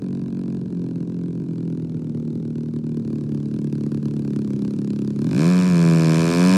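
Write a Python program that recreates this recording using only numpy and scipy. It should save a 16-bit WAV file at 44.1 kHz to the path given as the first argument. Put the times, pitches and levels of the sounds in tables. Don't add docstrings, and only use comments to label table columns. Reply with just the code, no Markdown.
import sys
import numpy as np
from scipy import signal
from scipy.fft import rfft, irfft, next_fast_len
from scipy.io import wavfile
from scipy.ndimage import uniform_filter1d, map_coordinates

SR = 44100
rng = np.random.default_rng(int(sys.argv[2]) if len(sys.argv) > 2 else 0)


def dump(signal):
    limited = np.clip(np.atleast_2d(signal).T, -1, 1)
    pcm = np.round(limited * 32767).astype(np.int16)
    wavfile.write(sys.argv[1], SR, pcm)


N = 289716

# frequency in Hz, relative level in dB.
HISS_COLOUR = [(400, -25), (1000, 4), (1650, -0.5), (2000, -7.5), (2500, -1.5), (3200, -6.5), (4300, -2),
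               (7000, -8), (9500, -10.5), (11000, -18), (13500, -22.5), (15800, -33)]
# frequency in Hz, relative level in dB.
AIR_COLOUR = [(25, -12), (55, -11), (90, 2.5), (160, 9.5), (400, -2), (800, -30), (2000, -46.5),
              (7000, -48.5), (10000, -55), (15000, -76)]


def amp(db):
    return 10 ** (np.asarray(db) / 20)


def unit(x):
    return x / np.sqrt(np.mean(x ** 2) + 1e-20)


def along(points, hz):
    point_hz, values = np.transpose(points)
    return np.interp(np.log(hz + 1), np.log(point_hz + 1), values)


def curves(rows):
    seconds, *columns = np.transpose(rows)
    return [np.interp(np.arange(N) / SR, seconds, column) for column in columns]


def wobble(rate):
    points = rng.standard_normal(int(N * rate / SR) + 4)
    return map_coordinates(points, [np.arange(N) * rate / SR])


def filtered(x, response):
    size = next_fast_len(N + SR // 2)
    hz = np.fft.rfftfreq(size, 1 / SR)
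    return irfft(rfft(x, size) * response(hz), size)[..., :N]


def noise(colour):
    return unit(filtered(rng.standard_normal(N), lambda hz: amp(along(colour, hz))))


def ringing(colour, size=4096):
    cepstrum = irfft(np.log(amp(along(colour, np.fft.rfftfreq(size, 1 / SR)))))
    cepstrum[1:size // 2] *= 2
    cepstrum[size // 2 + 1:] = 0
    return irfft(np.exp(rfft(cepstrum)))


def strike(at, sizes, response):
    pulses = np.bincount(at, sizes, N)
    return signal.fftconvolve(pulses, response / np.linalg.norm(response))[:N]


def fade_db(fade):
    middle_s, half_length_s, depth_db = fade
    return depth_db * np.exp(-((np.arange(N) / SR - middle_s) / half_length_s) ** 2)


def breeze():
    return amp(-35 + wobble(3.4)) * noise(AIR_COLOUR)


def propeller_wash(throttle):
    return amp(-32) * throttle * noise(AIR_COLOUR)


def field(x, echo_s, echo_db):
    # frequency in Hz, time to fall by 60 dB in seconds.
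    fall_times = [(150, 0.31), (1000, 0.12), (8000, 0.085)]
    scatter_db, absorb_hz = -18, 900
    hz, t, bands = signal.stft(rng.standard_normal(SR // 2), SR, nperseg=256)
    decay = amp(-60 * t / along(fall_times, hz)[:, None])
    tail = signal.istft(bands * decay, SR, nperseg=256)[1]
    scatter = signal.fftconvolve(x, tail / np.linalg.norm(tail))[:N]
    dull_scatter = filtered(scatter, lambda f: 1 / (1 + 1j * f / absorb_hz))
    echo = np.pad(x, (int(abs(echo_s) * SR), 0))[:N]
    return x + amp(echo_db) * echo + amp(scatter_db) * dull_scatter


def crank(rate, flutter):
    # time in seconds, jump as a share of a cycle.
    jumps = [(1.42, .33), (2.37, .25), (3.56, .25), (4.77, .23)]
    start = .072
    ahead = sum(share * (np.arange(N) / SR > s) for s, share in jumps)
    smooth_ahead = uniform_filter1d(ahead, size=1800)
    return start + np.cumsum(rate) / SR + smooth_ahead + flutter * wobble(14)


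def propeller(cycle, throttle, lag, growth):
    tone_levels = [-12.5, -28]
    # middle in seconds, half length in seconds, depth in dB.
    low_tone_fade = (6.31, 0.077, -16)
    shaft_db, blade_db = tone_levels
    angle = 4 * np.pi * (cycle - lag)
    shaft_tone = amp(shaft_db + fade_db(low_tone_fade)) * np.cos(angle)
    blade_tone = amp(blade_db) * np.cos(2 * angle)
    return throttle ** growth * (shaft_tone + blade_tone)


def level_db(law, rate, throttle):
    # time in seconds, distance in metres.
    distances = [(0, 45.5), (1.6, 60.4), (2.4, 55.5), (3.9, 30.3), (5.2, 26.6), (5.8, 22.5), (6.57, 13.3)]
    reference_m, idle_rate = 30, 40
    pull_rate = 69
    idle_db, power_db, near_db, speed_db, pull_db = law
    nearness = np.log2(reference_m / curves(distances)[0])
    speeding_up = uniform_filter1d(np.gradient(rate) * SR, size=3500)
    pull = np.tanh(speeding_up / pull_rate)
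    idle = idle_db + speed_db * np.log2(rate / idle_rate)
    return (1 - throttle) * idle + throttle * power_db + near_db * nearness + pull_db * pull


def clatter():
    # ticks per second, level in dB against the hiss bursts, spread in dB, decay time in seconds.
    ticking = (42.5, -11, 4.5, 0.32)
    per_s, level, spread_db, decay_s = ticking
    ticks = (rng.random(N) < per_s / SR) * amp(spread_db * rng.standard_normal(N))
    gate = signal.lfilter([1], [1, -np.exp(-1 / (decay_s * SR))], ticks)
    return amp(level) * unit(gate) * noise(HISS_COLOUR)


def gas_jet(cycle, rate, throttle, lead_s, rise_s, repeat):
    blowdown_s = .0021
    age_s = (cycle + lead_s * rate) % 1 / rate
    gate = (1 - np.exp(-age_s / rise_s)) ** 3 * np.exp(-age_s / blowdown_s)
    same_share = np.clip(repeat * throttle, 0, 1)
    rasp = np.interp(age_s * SR, np.arange(N), noise(HISS_COLOUR))
    mixed_hiss = np.sqrt(1 - same_share) * noise(HISS_COLOUR) + np.sqrt(same_share) * rasp
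    burst = unit(gate / np.sqrt(rate)) * mixed_hiss
    leak_db = -15.75 * (1 - throttle) - 8.25 * throttle
    return burst, amp(leak_db) * noise(HISS_COLOUR)


def intake(at, sizes, rate):
    gulp_hz, width_s, gulp_db = 190.4, 0.0056, -3.5
    after_pop, delay_s = .27, .015
    t = np.arange(SR // 16) / SR - delay_s
    gulp = -np.exp(-(t / width_s) ** 2) * np.cos(2 * np.pi * gulp_hz * t)
    gulp_at = at + (after_pop * SR / rate[at]).astype(int)
    return strike(gulp_at, sizes * amp(gulp_db), gulp)


def firings(cycle, throttle, idle_scatter_db, power_scatter_db):
    # time in seconds, change of strength in dB.
    misfires = [(.592, -6), (.637, -8), (.681, -5), (.934, -9), (1.051, -8), (2.123, -7), (2.531, -5),
                (2.711, -11), (2.814, -13), (3.024, -5), (3.265, -6), (3.7, -6), (3.891, -11), (4.001, -13),
                (4.222, -6), (5.134, -11)]
    at = np.flatnonzero(np.diff(np.floor(cycle)) > 0)
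    scatter_db = idle_scatter_db * (1 - throttle[at]) + power_scatter_db * throttle[at]
    strength_db = rng.standard_normal(len(at)) * scatter_db
    for s, drop_db in misfires:
        nearest = np.argmin(abs(at / SR - s))
        strength_db[nearest] += drop_db
    return at, strength_db


def muffler_pop(start_hz, end_hz, fall_s, rise_s, decay_s):
    t = np.arange(SR // 16) / SR
    hz = end_hz + (start_hz - end_hz) * np.exp(-(t / fall_s) ** 2)
    swell = (1 - np.exp(-t / rise_s)) ** 2 * np.exp(-t / decay_s)
    return swell * np.sin(2 * np.pi * np.cumsum(hz) / SR)


def idle_crack(at, sizes):
    # frequency in Hz, relative level in dB.
    ring_colour = [(300, 1.5), (500, -4), (680, 7.5), (830, -7), (1000, 4.5), (1200, -11.5), (1620, -2.5),
                   (1950, -21), (2450, -9.5), (3100, -19.5), (4300, -11.5), (8000, -52), (14000, -66.5)]
    # time in seconds, pitch ratio.
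    pitch_drift = [(0, 1), (1.4, 0.98), (2.3, .88), (3, 1.01), (5.2, 0.99)]
    clock = np.cumsum(curves(pitch_drift)[0])
    starts = np.minimum(clock[at].astype(int), N - 1)
    return np.interp(clock, np.arange(N), strike(starts, sizes, ringing(ring_colour)))


def pipe(x):
    sweep = 3.5
    return filtered(x, lambda hz: np.exp(-2j * np.pi * sweep * np.log(hz + 400)))


def exhaust(cycle, rate, throttle):
    # idle level in dB,
    # full throttle level in dB, dB per halving of distance, dB per octave of idle speed, dB for a hard pull.
    boom_law = (-28, -19, 3, -2.5, 0.5)
    crack_law = (-52.5, -34, 6, 17.5, 1.2)
    gas_law = (-59, -45, 7.5, -1, 2)
    # frequency in Hz, relative level in dB.
    power_boom_colour = [(40, -61.5), (90, -22.5), (170, -1), (255, 4.5), (340, 0), (425, 0.5), (550, -6.5),
                         (700, -10), (800, -19), (950, -46), (1500, -67.5), (6000, -98.5)]
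    power_crack_colour = [(500, -27.5), (800, -5), (1020, 6.5), (1300, -2.5), (1720, 0.5), (1900, -11),
                          (2130, -12), (2340, 1), (2580, -3), (2950, -27), (3600, -21), (4500, -15),
                          (9000, -20.5), (15000, -57)]
    # middle in seconds, half length in seconds, depth in dB.
    boom_fade = (5.66, 0.17, -4.5)
    boom_db, crack_db, hiss_db = [level_db(law, rate, throttle) for law in (boom_law, crack_law, gas_law)]
    at, db = firings(cycle, throttle, idle_scatter_db=1.4, power_scatter_db=.35)
    spacing = np.sqrt(SR / rate[at])
    idle = spacing * np.sqrt(1 - throttle[at])
    power = spacing * np.sqrt(throttle[at])

    pop = muffler_pop(start_hz=408.6, end_hz=141.7, fall_s=0.00735, rise_s=0.17, decay_s=0.0039)
    putter = strike(at, idle * amp(0.83 * db), pop) + intake(at, idle, rate)
    power_boom = strike(at, power * amp(db - 5.0), ringing(power_boom_colour))
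    boom = amp(2.5) * putter + pipe(power_boom)

    power_crack = strike(at, power * throttle[at] * amp(db - 3.5), ringing(power_crack_colour))
    crack = pipe(idle_crack(at, idle * amp(db + 0.5)) + power_crack)

    burst, leak = gas_jet(cycle, rate, throttle, lead_s=.0015, rise_s=0.00057, repeat=0.46)
    strength = amp(np.interp(np.arange(N), at, db))
    hiss = strength * burst + leak + clatter()
    return amp(boom_db + fade_db(boom_fade)) * boom + amp(crack_db) * crack + amp(hiss_db + 3.5) * hiss


def scene():
    # time in seconds, firings per second.
    engine_speed = [(0, 46.12), (.63, 44.84), (.94, 42.37), (1.12, 43.46), (1.94, 40.7), (2.13, 38.49),
                    (2.84, 38.69), (3.37, 36.19), (4.07, 36.52), (4.61, 34.26), (5.2, 35.17), (5.29, 44.8),
                    (5.41, 78), (5.5, 90), (5.68, 91.2), (5.77, 85.2), (6.11, 79.9), (6.32, 85),
                    (6.57, 95.9)]
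    # time in seconds, throttle from 0 to 1.
    throttle_moves = [(5.2, 0.01), (5.3, 0.32), (5.41, 0.99)]
    rate, = curves(engine_speed)
    throttle = np.clip(curves(throttle_moves)[0], 0, 1)
    cycle = crank(rate, flutter=0.004)
    plane = exhaust(cycle, rate, throttle) + propeller(cycle, throttle, lag=0.024, growth=3.5)
    outdoors = field(plane, echo_s=0.22, echo_db=-22)
    left_right_db = [[-.1], [.1]]
    return (outdoors + breeze() + propeller_wash(throttle)) * amp(left_right_db)


def record(dry):
    low_cut_hz, top_hz = 75, 15850
    return filtered(dry, lambda hz: (hz < top_hz) * hz ** 3 / np.sqrt(hz ** 6 + low_cut_hz ** 6))


dry = scene()
out = record(dry)
dump(out)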